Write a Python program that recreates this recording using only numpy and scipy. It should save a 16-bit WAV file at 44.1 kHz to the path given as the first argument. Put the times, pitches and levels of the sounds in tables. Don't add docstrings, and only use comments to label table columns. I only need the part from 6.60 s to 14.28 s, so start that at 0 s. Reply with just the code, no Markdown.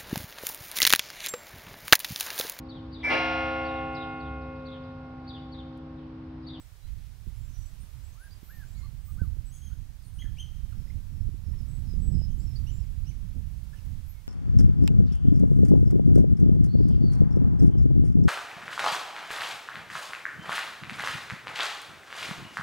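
import sys
import numpy as np
from scipy import signal
from scipy.fft import rfft, irfft
from scipy.io import wavfile
from scipy.ndimage import uniform_filter1d, map_coordinates

SR = 44100
rng = np.random.default_rng(int(sys.argv[2]) if len(sys.argv) > 2 else 0)


def materialize(psi):
    bounded = np.clip(np.atleast_2d(psi).T, -1, 1)
    quanta = np.round(bounded * 32767).astype(np.int16)
    wavfile.write(sys.argv[1], SR, quanta)


N = 338672
TIME = np.arange(N) / SR

# (time [s], length [s], top [Hz], rise [semitones], fall [semitones], crest [0-1],
#   level [dB], 2nd harmonic [dB], 3rd harmonic [dB], pan [dB], echo send [dB], rasp [0-1])
TWITTERS = [ (2.913, 0.06, 3340, 2.4, 1.5, 0.49, -73.5, 12.5, 7, 0, 0, 0.37),
            (3.018, .068, 3280, 1.2, 1, 0.38, -64.5, 3.5, -5, 0, -3, 0.12),
            (3.095, .04, 1560, 7, 0, .98, -62, -12, -12, -11, -7, .3),
            (3.588, .046, 3280, 2.5, 1, 0.32, -51, -9, -17, 0, -3.5, 0.27),
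            (3.622, .025, 2000, -1, 5, 0, -54.5, -20, -24, 0, -8, .8),
            (3.647, 0.013, 1765, 1.5, 0, .8, -53.5, -20, -24, 0, -3.5, .7),
            (3.772, .06, 3140, 5, 0.8, .55, -46.5, -9.5, -20, 0.5, -6, 0.3),
            (4.124, 0.016, 1420, 1, 9, 0, -57, -9, -11.5, -24, -12, .67),
            (4.27, 0.012, 2100, 3.5, 1, 0.9, -59, -16, -12, -15, -14, 0.5),
            (4.301, 0.015, 2110, 1, 3, 0, -56, -21, -22, -22, -14, .6),
            (4.932, 0.017, 967, 0.5, 2, .3, -64.5, -0.5, -8, -18, -22, .3),
            (5.575, 0.064, 2990, 3.3, 6, .45, -70, -10, -16, -21, -7, 0.5),
            (5.673, .062, 3150, 6, 1.5, .55, -69, -1, -12, -18, -4, .5),
            (6.068, 0.051, 3060, 2.3, 2.8, 0.64, -55, -3, -18, -24, -10, .54),
            (6.172, 0.077, 2770, 1, 3.5, 0.55, -77, 8, -6, -17, -13, .5),
            (6.243, 0.028, 2180, -0.5, 7, 0, -67.5, -12, -20, -18, -12, 0.7),
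            (6.445, 0.064, 3110, 5.5, 2, 0.88, -58.5, 5, -14, -28, -7.5, 0.62),
            (6.512, 0.02, 2320, -2, 10, .02, -63, -12, -18, -19, -8, 0.9),
            (7.124, 0.023, 1743, 4, 4, 1, -56.5, -19, -18, -22, -13, 0.6),
            (7.147, .062, 2910, 5, 8.5, 0.43, -65.5, -3, -16, -22, -8, 0.4)]
# (time [s], length [s], top [Hz], rise [semitones], fall [semitones], crest [0-1],
#   level [dB], pan [dB])
WHIMPERS = [ (1.551, .13, 1641, 7.5, 1, .85, -56.5, 0), (1.887, .154, 1844, 7, 3, 0.32, -53, 0),
            (2.164, 0.11, 2095, -1.5, 0, .5, -53, -17), (2.229, 0.035, 1180, 2.5, 1, 0.48, -48, 0),
            (2.478, .036, 1223, 1.6, .5, .5, -52.5, 0), (2.57, 0.088, 1545, 6.5, 5.5, 0.4, -52, 0),
            (7.54, 0.073, 2180, -1.4, 0, 0.4, -56, -4)]
# (time [s], length [s], pitch [Hz], scoop [semitones], slide [semitones],
#   level [dB], swell [dB], pan [dB], rasp [0-1])
WHISTLES = [ (.005, 0.029, 8020, .2, 0, -65.5, -7, -21, .3), (0.217, 0.05, 3850, 0, 1.2, -71, 5, -18, .1),
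            (.747, .055, 10900, 0, .5, -73, 0, -14, .1), (0.756, 0.12, 7620, 1.5, -.6, -71, 6, -19, .1),
            (0.89, 0.045, 6430, 2, 0.5, -67, -2, -19, .1),
            (0.936, 0.137, 5880, 0.5, 0.5, -63.5, -0.5, -23, 0.7),
            (0.978, 0.11, 7710, 1, 0, -72, -4, 0, .1), (1.203, .036, 9450, 2.4, -0.7, -61, 3, -23, .78),
            (1.437, 0.034, 7870, 1.5, 0.5, -68, -7, 2, 0), (1.523, .026, 6180, 0, 1.1, -67, -8, -17, .4),
            (1.598, 0.059, 10900, 1, -.5, -69, 0, 2, 0), (1.69, 0.046, 5000, 7, -0.5, -63, 16, -22, 0.15),
            (1.83, .045, 14420, 2.5, 0, -64, 0, -4, .55),
            (1.876, .105, 12580, 0.5, -0.5, -64.5, -5, 0, 0.3),
            (2.059, 0.081, 7640, 2, 0.2, -72, -8, 0, 0.35),
            (2.148, .035, 4620, 3.8, -.4, -65.5, 2, -24, .1), (2.162, 0.037, 6930, 1, 0.5, -70, 0, -6, .6),
            (2.222, 0.04, 4140, 0, 0.8, -64, -3, -17, .1), (2.41, 0.14, 8500, -1, -.4, -67.5, 11, -21, 0),
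            (2.452, .055, 15750, .9, -.6, -62, -6, -5, .6), (2.854, 0.13, 8060, 0.5, 0, -69.5, -8, 0, 0.35),
            (3.403, .06, 4950, -0.5, -2.7, -72, 2, -17, .1), (3.428, 0.052, 9380, 3, 0, -70, 12, -2, 0.4),
            (3.537, .037, 9640, 3.2, 0.5, -66.5, -5, 0, .55),
            (4.15, 0.16, 5320, -1, -0.5, -73, 3, -19, 0.4), (4.52, .115, 5480, .1, -.3, -75, 0, -11, .15),
            (4.85, .15, 5380, .1, 0, -66.5, 3, -21, .12), (4.99, .043, 4910, -1, -0.5, -71, -6, -14, 0),
            (5.085, .071, 7915, 0, 0, -63, -6, 1, .22),
            (5.244, 0.099, 5240, -1.5, -.9, -66.5, 13, -21, 0.22),
            (5.403, .14, 7880, .35, -.15, -64.5, -1, 0, .4), (5.513, .1, 5280, 0, -.8, -62, 3, -28, .25),
            (5.612, 0.044, 4970, -0.5, 1, -54, 0, -31, .45), (5.788, 0.022, 7800, 1.3, 0, -58.5, 4, 0, 0.9),
            (5.803, 0.15, 5590, 4, -1.1, -65, 4, -20, 0.06),
            (5.96, 0.017, 4600, 0.5, 1.5, -47.5, -4, -34, 1), (6.115, 0.055, 7360, 0.9, 0, -61, 3, 0, 0.17),
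            (7.442, .045, 11430, 0.5, 0, -69, 4, 0, .1), (7.482, .028, 12500, 0, 0.5, -63.5, -4, 0, 0.2)]
# (time [s], length [s], level [dB], centre [Hz])
STEPS = [(0.264, 0.064, -68, 2430), (0.363, 0.21, -71, 3120), (.66, 0.35, -73.5, 3000),
         (0.922, 0.32, -74, 4000), (2.47, 0.16, -68, 11500), (2.602, 0.13, -69.5, 12000),
         (3.42, .07, -71, 10500), (4.094, .05, -72, 9000), (5.77, 0.054, -70, 11000),
         (6.3, .05, -72, 12900), (6.9, .03, -70, 9500), (6.96, 0.041, -73, 8000), (7.035, .04, -70, 9500),
         (7.15, .06, -71, 10000), (7.245, .03, -69, 10000)]
# (time [s], rumble [dB], eddy offset [dB])
BREEZE = [(0, -49, -17), (.12, -53, -26), (.4, -46, -16.5), (1.5, -47.5, -25.5), (1.85, -49, -15),
          (2.1, -41.5, -15), (2.42, -42.5, -16.5), (2.9, -42, -17), (3.42, -44.5, -16), (3.8, -39.5, -16.5),
          (4.8, -38.5, -14.5), (5.2, -34, -12), (5.8, -32.5, -14), (6.3, -35, -16), (6.72, -37.5, -16),
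          (7.1, -41, -12.5), (7.5, -40, -23), (7.68, -48, -11)]
# (time [s], length [s], rumble [dB], eddy offset [dB])
GUSTS = [(0.232, 0.053, -36.5, -36), (0.296, .11, -37.5, -25), (0.659, 0.053, -35.5, -16.5),
         (0.74, 0.11, -38, -27.5), (0.871, 0.049, -35.5, -20), (0.965, 0.091, -39.5, -27),
         (1.188, 0.057, -43.5, -12), (1.32, 0.2, -42, -30), (2.127, .12, -37.5, -18),
         (2.508, 0.14, -36.5, -11), (2.595, 0.22, -30.5, -19.5), (3.095, 0.12, -38.5, -17),
         (3.557, 0.028, -34.5, -30), (3.622, 0.085, -35, -13.5), (4.011, 0.052, -35.5, -21),
         (4.145, 0.21, -38.5, -8.5), (4.34, 0.024, -32.5, -15), (4.596, 0.093, -29, -23),
         (4.868, 0.064, -31, -13), (4.994, 0.11, -36, -9.5), (5.344, 0.2, -26.5, -10.5),
         (5.502, .1, -27.5, -10), (5.662, 0.063, -28, -23), (6.334, 0.12, -35.5, -19),
         (6.606, 0.039, -41, -6), (6.742, 0.048, -33, -9.5), (6.81, 0.043, -34, -17),
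         (7.24, 0.13, -37, -12)]
# (time [s], level [dB], pitch [Hz])
BUFFETS = [(0.671, -38, 177), (0.909, -41, 138), (1.832, -37.5, 172), (2.617, -32, 290),
           (2.621, -19.5, 104), (2.77, -42.5, 230), (3.645, -38, 166), (4.168, -48, 188),
           (4.691, -33.5, 186), (4.744, -33, 163), (5.072, -44, 160), (5.339, -32, 207),
           (5.553, -22.5, 102), (5.618, -37.5, 366), (5.781, -40, 159), (6.427, -49, 170)]
# (frequency [Hz], relative density [dB])
RUMBLE_SPECTRUM = [(5, -19), (16, -4), (42, -1.5), (65, -2.5), (92, -7), (130, -12.5), (190, -33),
                   (300, -37.5), (600, -83.5)]
# (frequency [Hz], relative density [dB])
EDDY_SPECTRUM = [(50, -10), (110, -5.5), (160, 4), (220, -7.5), (310, -20), (450, -28.5), (800, -43),
                 (2000, -75)]
# (frequency [Hz], relative density [dB])
HISS_SPECTRUM = [(20, 2), (100, -2), (300, 0.5), (700, 0.5), (1600, -1), (3000, -3), (5200, -4),
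                 (8000, -6.5), (15500, -8)]

ATTACK_S, RELEASE_S = .009, .0056
SLOPE_DB_PER_SEMITONE, SLOPE_RANGE_DB = 2.55, 10
MOUTH_HZ, MOUTH_WIDTH_HZ = 1580, 225
WOOD_T60_S, SCATTER_S = .94, .033
GUST_ATTACK_S, GUST_RELEASE_S, GUST_SAG_DB_PER_S = .026, .082, 29.5
HISS_DB, CUTOFF_HZ = -62.5, 15750


def twitters():
    direct, send = np.zeros((2, 2, N))
    for (start_s, length_s, top_hz, rise, fall, crest,
         db, second_db, third_db, pan_db, echo_db, rasp) in TWITTERS:
        t, progress, below_top = arch(length_s, rise, fall, crest)
        slack = np.tanh(SLOPE_DB_PER_SEMITONE * np.maximum(below_top, 0) / SLOPE_RANGE_DB)
        hz = top_hz * semitones(-below_top)
        overtones_db = (second_db, third_db, third_db - 8)
        tone = voice(progress, hz, overtones_db, rasp + .6 * slack, flutter_db=2.6)
        call = pan(pan_db) * tone * undb(db - SLOPE_RANGE_DB * slack) * envelope(t, length_s)
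        add(direct, start_s + t[0], call)
        add(send, start_s + t[0], call * undb(echo_db))
    return undb(-2.7) * direct + woodland(send, scatter_db=-2, tail_db=-6)


def whimpers():
    direct = np.zeros((2, N))
    for start_s, length_s, top_hz, rise, fall, crest, db, pan_db in WHIMPERS:
        t, progress, below_top = arch(length_s, rise, fall, crest)
        hz = top_hz * semitones(-below_top)
        tone = voice(progress, hz, overtones_db=(-32, -24), rasp=.19)
        mouth = 1 / np.hypot(1, 2 * (hz - MOUTH_HZ) / MOUTH_WIDTH_HZ)
        add(direct, start_s + t[0], pan(pan_db) * undb(db) * tone * mouth * envelope(t, length_s))
    return undb(-3) * direct + woodland(direct, scatter_db=-15.5, tail_db=-19.5)


def whistles(scoop_s=.011):
    direct, send = np.zeros((2, 2, N))
    for start_s, length_s, pitch_hz, scoop, slide, db, swell_db, pan_db, rasp in WHISTLES:
        t, progress = call_time(length_s)
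        hz = pitch_hz * semitones(slide * progress - scoop * np.exp(-progress * length_s / scoop_s))
        tone = voice(progress, hz, (), rasp, jitter=.017, hoarse=.6)
        call = pan(pan_db) * tone * undb(db + swell_db * (progress - .5)) * envelope(t, length_s)
        echo_db = -1 - .26 * abs(pan_db)
        add(direct, start_s + t[0], call)
        add(send, start_s + t[0], call * undb(echo_db))
    return undb(-3) * direct + woodland(send, scatter_db=.5, tail_db=-15)


def voice(progress, hz, overtones_db, rasp, jitter=.042, hoarse=.8, flutter_db=2.2):
    size = len(progress)
    strain = rasp * (.5 + progress ** 2)
    shake = .6 * walk(220, size) + walk(800, size)
    phase = 2 * np.pi * np.cumsum(hz * (1 + jitter * strain * shake)) / SR
    tone = np.sin(phase) + sum(undb(db) * np.sin(k * phase) for k, db in enumerate(overtones_db, 2))
    tone *= (1 + hoarse * strain * walk(695.5, size)) / np.hypot(1, hoarse * strain)
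    return np.sqrt(2) * tone * undb(flutter_db * walk(150, size))


def arch(length_s, rise, fall, crest):
    t, progress = call_time(length_s)
    crest = np.clip(crest, .02, .98)
    rising = rise * (1 - progress / crest) ** 2
    falling = fall * ((progress - crest) / (1 - crest)) ** 2
    return t, progress, np.where(progress < crest, rising, falling)


def woodland(x, scatter_db, tail_db):
    t = np.arange(3 * SR // 2) / SR
    onset = 1 - np.exp(-(t / .0062) ** 2)
    scatter = undb(scatter_db) * unit(onset * np.exp(-t / SCATTER_S))
    tail = undb(tail_db) * unit(onset * undb(-60 * t / WOOD_T60_S))
    decay = np.hypot(scatter, tail) / np.sqrt(len(t))
    spread = np.clip(.48 + t / .6, 0, 1)
    shared = np.sqrt(1 - spread ** 2) * rng.standard_normal(len(t))
    diffuse = spread * rng.standard_normal((2, len(t)))
    return signal.fftconvolve(x, decay * (shared + diffuse), axes=1)[:, :N]


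def paws():
    out = np.zeros((2, N))
    for start_s, length_s, db, hz in STEPS:
        size = int(length_s * SR)
        cracks = rng.standard_normal(size) * (rng.random(size) < .1)
        cracks *= undb(2 * rng.exponential(size=size))
        leaf_band = signal.butter(1, [hz / 1.5, min(hz * 1.5, .45 * SR)], "band", fs=SR, output="sos")
        swell = np.sin(np.pi * np.sqrt(np.arange(size) / size))
        add(out, start_s, pan(-3) * undb(db) * swell * unit(signal.sosfilt(leaf_band, cracks)))
    return out


def wind():
    times_s, *columns = np.transpose(BREEZE)
    rumble_db, eddy_db = (np.interp(TIME, times_s, column) for column in columns)
    rumble, eddies = undb(rumble_db), undb(rumble_db + eddy_db)
    for start_s, length_s, db, offset_db in GUSTS:
        t = TIME - start_s
        gust = undb(db - GUST_SAG_DB_PER_S * np.abs(t))
        gust *= envelope(t - GUST_ATTACK_S / 2, length_s, GUST_ATTACK_S, GUST_RELEASE_S)
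        rumble = np.hypot(rumble, gust)
        eddies = np.hypot(eddies, gust * undb(offset_db))
    air = undb(6) * rumble * steady(noise(RUMBLE_SPECTRUM), window_s=.088)
    air += undb(5) * eddies * steady(noise(EDDY_SPECTRUM), window_s=.07)
    air *= undb(1.1 * walk(14, N))
    for start_s, db, hz in BUFFETS:
        t = np.arange(-1 / hz, 1 / hz, 1 / SR)
        phase = 2 * np.pi * hz * t
        push_pull = -phase * np.exp((1 - phase ** 2) / 2)
        add(air, start_s + t[0], undb(db) * push_pull)
    return air * undb([[-49.5], [0]])


def hiss():
    shared = undb(-7) * noise(HISS_SPECTRUM)
    sides = [unit(shared + noise(HISS_SPECTRUM)) * undb(db) for db in (-.9, .9)]
    return np.array(sides) * undb(HISS_DB + .91 * walk(3.01, N))


def call_time(length_s):
    t = np.arange(-ATTACK_S / 2, length_s + RELEASE_S / 2, 1 / SR)
    return t, np.clip(t / length_s, 0, 1)


def envelope(t, length_s, attack_s=ATTACK_S, release_s=RELEASE_S):
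    ramp = np.minimum(t / attack_s, (length_s - t) / release_s) + .5
    return np.sin(np.pi / 2 * np.clip(ramp, 0, 1))


def noise(spectrum):
    hz, db = np.transpose(spectrum)
    bins_hz = np.maximum(np.fft.rfftfreq(N, 1 / SR), 1)
    gain = undb(np.interp(np.log(bins_hz), np.log(hz), db))
    return unit(irfft(rfft(rng.standard_normal(N)) * gain, N))


def steady(x, window_s):
    return x / np.sqrt(uniform_filter1d(x ** 2, int(window_s * SR)) + 1e-6)


def walk(rate_hz, size):
    steps = np.arange(size) * rate_hz / SR
    return map_coordinates(rng.standard_normal(4096), [steps], order=3, mode="wrap")


def add(track, start_s, sound):
    i = max(int(start_s * SR), 0)
    track[..., i:i + sound.shape[-1]] += sound[..., :N - i]


def pan(pan_db):
    return unit(undb([[pan_db / 2], [-pan_db / 2]]))


def semitones(steps):
    return 2 ** (steps / 12)


def undb(db):
    return 10 ** (np.asarray(db) / 20)


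def unit(x):
    return x / np.sqrt(np.mean(x ** 2))


def scene():
    return twitters() + whimpers() + whistles() + paws() + wind() + hiss()


def record(dry):
    return signal.sosfilt(signal.ellip(16, .1, 80, CUTOFF_HZ, fs=SR, output="sos"), dry)


dry = scene()
out = record(dry)
materialize(out)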